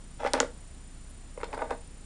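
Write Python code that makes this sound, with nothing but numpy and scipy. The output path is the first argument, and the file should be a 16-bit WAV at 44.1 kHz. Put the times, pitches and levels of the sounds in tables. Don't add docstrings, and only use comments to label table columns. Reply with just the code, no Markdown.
import sys
import numpy as np
from scipy import signal
from scipy.fft import rfft, irfft
from scipy.io import wavfile
from scipy.ndimage import uniform_filter1d

SR = 44100
rng = np.random.default_rng(int(sys.argv[2]) if len(sys.argv) > 2 else 0)


def transcribe(signal):
    frames = np.atleast_2d(signal).T
    limited = np.clip(frames, -1, 1)
    pcm = np.round(limited * 32767).astype(np.int16)
    wavfile.write(sys.argv[1], SR, pcm)


N = 90404

# frequency in Hz, relative level in dB.
BRIGHT_REVERB = [(400, -26), (900, 1), (1800, 1.5), (4500, 5.5), (7000, -2.5), (10000, -1)]


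def from_db(db):
    return 10 ** (np.asarray(db) / 20)


def rms_one(x):
    return x / np.sqrt(np.mean(x ** 2) + 1e-20)


def coloured(spectrum, size):
    hz, db = np.transpose(spectrum)
    bin_hz = np.fft.rfftfreq(size, 1 / SR)
    gain = from_db(np.interp(np.log(bin_hz + 1), np.log(hz), db))
    return rms_one(irfft(rfft(rng.standard_normal(size)) * gain, size))


def noise_band(hz, width_hz):
    band = signal.butter(2, [hz - width_hz / 2, hz + width_hz / 2], "band", fs=SR, output="sos")
    return rms_one(signal.sosfilt(band, rng.standard_normal(N)))


def ring(force, hz, t60):
    decay, step = from_db(-60 / (t60 * SR)), 2 * np.pi * hz / SR
    return signal.lfilter([0, np.sin(step)], [1, -2 * decay * np.cos(step), decay ** 2], force + 1e-18)


def diffuse(x, spectrum, t60):
    tail = coloured(spectrum, size=SR // 2) * from_db(-60 * np.arange(SR // 2) / SR / t60)
    return signal.fftconvolve(x, tail / np.linalg.norm(tail))[:N]


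def delayed(x, s):
    return np.pad(x, (int(s * SR), 0))[:N]


def click(s, db):
    return from_db(db) * (np.arange(N) == int(s * SR))


def camera_noise(frame_hz=29.97, first_burst_s=0.0109, burst_s=0.012):
    # frequency in Hz, relative spectral density in dB.
    hiss_spectrum = [(15, -3), (40, -7), (90, -7.5), (200, -12.5), (300, -16.5), (420, -23), (1500, -29),
                     (4000, -32.5), (7500, -35), (9300, -30), (10200, -38), (11000, -52), (12000, -59)]
    # multiple of the frame rate, peak level in dB.
    hum_harmonics = [(1, -43.5), (2, -51), (4, -69)]
    # frequency in Hz, rms level in dB.
    whine_tones = [(7140, -66.5), (7870, -73.5)]
    t = np.arange(N) / SR
    frames = (t - first_burst_s) * frame_hz
    hum = sum(from_db(db) * np.cos(2 * np.pi * k * frames) for k, db in hum_harmonics)
    in_burst = np.abs(frames - np.round(frames)) < burst_s * frame_hz / 2
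    gate = uniform_filter1d(in_burst.astype(float), size=64)
    fizz = from_db(-59) * noise_band(8990, width_hz=630)
    flutter = from_db(-59.5) * noise_band(224, width_hz=155)
    whine = sum(from_db(db) * np.sqrt(2) * np.sin(2 * np.pi * hz * t) for hz, db in whine_tones)
    hiss = from_db(-50.5) * coloured(hiss_spectrum, size=N)
    return hiss + hum + gate * (fizz + flutter) + whine


def slide(envelope, bright_hz, thin_hz, catches_per_s=1100, spread_db=3):
    s, db = np.transpose(envelope)
    level = from_db(np.interp(np.arange(N) / SR, s, db, left=-120, right=-120))
    catches = (rng.random(N) < catches_per_s / SR) * rng.choice([-1, 1], N)
    strengths = from_db(spread_db * np.clip(rng.standard_normal(N), -2, 2))
    force = contact(catches * strengths * level, bright_hz, thin_hz)
    return rms_one(tray([force])) * np.sqrt(np.mean(level ** 2))


def contact(force, bright_hz, thin_hz, crisp_db=-33.5):
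    soft = signal.butter(2, bright_hz, fs=SR)
    light = signal.butter(1, thin_hz, "high", fs=SR)
    cushioned = signal.lfilter(*soft, force + 1e-18)
    return signal.lfilter(*light, cushioned - from_db(crisp_db) * force)


def tray(forces, spots=5, spread_db=4.5):
    # frequency in Hz, gain in dB, 60 dB decay time in seconds.
    tray_modes = [(260, -17, 0.11), (469.8, -14, 0.21), (500, -5.5, 0.029), (637, -8, 0.026),
                  (809, -6, 0.019), (931, -11, 0.031), (1182, -16, 0.017), (1355, -26, 0.025),
                  (1495, -12, 0.029), (1773, -22, 0.032), (2032, -19.5, 0.045), (2132, -13.5, 0.017),
                  (2650, -30, 0.017), (3570, -12.5, 0.004)]
    # frequency in Hz, relative spectral density in dB.
    overtone_spectrum = [(150, -5), (400, 1.5), (900, 0.5), (1600, -1.5), (2300, -3.5), (3000, -8.5),
                         (5000, -6.5), (7000, -9.5), (10000, -3)]
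    coupling = from_db(spread_db * rng.standard_normal((len(forces), len(tray_modes))))
    drives = coupling.T @ np.array(forces)
    ringing = sum((-1) ** ((k + 1) // 2) * from_db(db) * ring(drives[k], hz, t60)
                  for k, (hz, db, t60) in enumerate(tray_modes))
    overtones = sum(diffuse(sum(forces[spot::spots]), overtone_spectrum, t60=0.016)
                    for spot in range(min(spots, len(forces))))
    radiation = signal.butter(4, 216, "high", fs=SR, output="sos")
    return signal.sosfilt(radiation, ringing + from_db(18.5) * overtones)


def knocks(rebound_s=0.00302, rebound_db=-7):
    # start in seconds, strength in dB, treble cutoff in Hz, bass cutoff in Hz.
    bead_impacts = [(0.2027, -25.5, 850, 408), (0.2108, -29.5, 600, 250), (.2325, -23, 1310, 700),
                    (0.2484, -18.5, 1420, 400), (.2625, -16.5, 1950, 720), (0.2729, -26, 5140, 1300),
                    (0.3361, -20, 2200, 203), (0.3396, -17.5, 2150, 410), (.352, -19.5, 2200, 500),
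                    (.3665, -22, 1480, 300), (.3765, -22.5, 1600, 393), (0.3874, -26, 2180, 296),
                    (0.4034, -14.5, 1970, 125), (.429, -25.5, 1610, 500), (0.445, -26, 1230, 304),
                    (1.3759, -32.5, 1610, 600), (1.4029, -33.5, 1560, 700), (1.413, -33.5, 3000, 704),
                    (1.4321, -23.5, 2380, 250), (1.442, -30, 6400, 1290), (1.529, -28, 2630, 1190),
                    (1.5376, -32, 1460, 800), (1.545, -31, 4870, 1290), (1.5695, -35, 1400, 800),
                    (1.576, -22.5, 1410, 890), (1.591, -26.5, 1280, 700), (1.6006, -38, 1700, 790),
                    (1.618, -17.5, 1140, 990), (1.6222, -18.5, 1080, 900), (1.6556, -34, 1190, 600),
                    (1.6985, -28, 920, 401), (1.7064, -21.5, 2600, 690), (1.7100, -15.5, 820, 314),
                    (1.7255, -27.5, 1160, 500), (1.747, -33, 720, 300)]
    gaps = rebound_s * rng.uniform(0.502, 1.306, len(bead_impacts))
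    return tray([contact(click(s, db) + click(s + gap, db + rebound_db), bright_hz, thin_hz)
                 for (s, db, bright_hz, thin_hz), gap in zip(bead_impacts, gaps)])


def snaps(t60=0.0025):
    # start in seconds, level in dB, low, middle and
    # edge modes in Hz, the edge mode's relative level in dB and its 60 dB decay time in seconds.
    hard_impacts = [(0.3347, -10, 3870, 5500, 9400, -0.5, 0.0017),
                    (.402, -8.5, 3100, 5470, 7080, 0.5, 0.0045)]
    # delay in seconds, gain in dB.
    near_reflections = [(.0028, -14.5), (.0083, -19.5), (0.014, -22)]
    direct, blows = np.zeros((2, N))
    for s, db, low_hz, middle_hz, edge_hz, edge_db, edge_t60 in hard_impacts:
        blow = click(s, db)
        direct += ring(blow, low_hz, t60) - ring(blow, middle_hz, t60)
        direct += from_db(edge_db) * ring(blow, edge_hz, edge_t60)
        blows += blow
    force = contact(blows, bright_hz=10600, thin_hz=3000)
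    sizzle = from_db(0.5) * diffuse(force, BRIGHT_REVERB, t60=0.15)
    echoes = sum(from_db(db) * delayed(direct, s) for s, db in near_reflections)
    return direct + sizzle + echoes


def wisp(peak_s=1.103, half_width_s=0.01):
    swell = np.exp(-((np.arange(N) / SR - peak_s) / half_width_s) ** 2)
    return from_db(-57) * swell * noise_band(9900, width_hz=990)


def room(x):
    # frequency in Hz, relative level in dB.
    dark_reverb = [(150, 1.5), (280, 2), (470, -1.5), (800, -1), (1500, -18.5), (3000, -24)]
    low = from_db(-25.5) * diffuse(x, dark_reverb, t60=0.35)
    high = from_db(-10.5) * diffuse(x, BRIGHT_REVERB, t60=0.24)
    return delayed(low + high, s=0.004)


def microphone(x, edge_hz=10000, shelf_db=-24.5):
    low_pass = signal.butter(12, edge_hz, fs=SR, output="sos")
    return signal.sosfilt(low_pass, x) + from_db(shelf_db) * x


def scene():
    # time in seconds, level in dB.
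    outward_envelope = [(.188, -59), (.202, -37), (.225, -41.5), (.27, -30), (.295, -57), (.33, -49),
                        (.345, -37.5), (.395, -38), (.44, -55), (.46, -75)]
    return_envelope = [(1.36, -57), (1.47, -53), (1.515, -51.5), (1.535, -33), (1.56, -49), (1.6, -38),
                       (1.63, -40.5), (1.69, -51), (1.72, -35), (1.77, -67)]
    body = knocks()
    body += slide(outward_envelope, bright_hz=3000, thin_hz=600)
    body += slide(return_envelope, bright_hz=1370, thin_hz=935)
    cracks = snaps()
    toy = body + cracks + room(body + from_db(-8) * cracks)
    return (microphone(toy) + camera_noise() + wisp())[None]


def record(dry):
    return signal.sosfilt(signal.ellip(10, 0.1, 80, 12200, fs=SR, output="sos"), dry)


dry = scene()
out = record(dry)
transcribe(out)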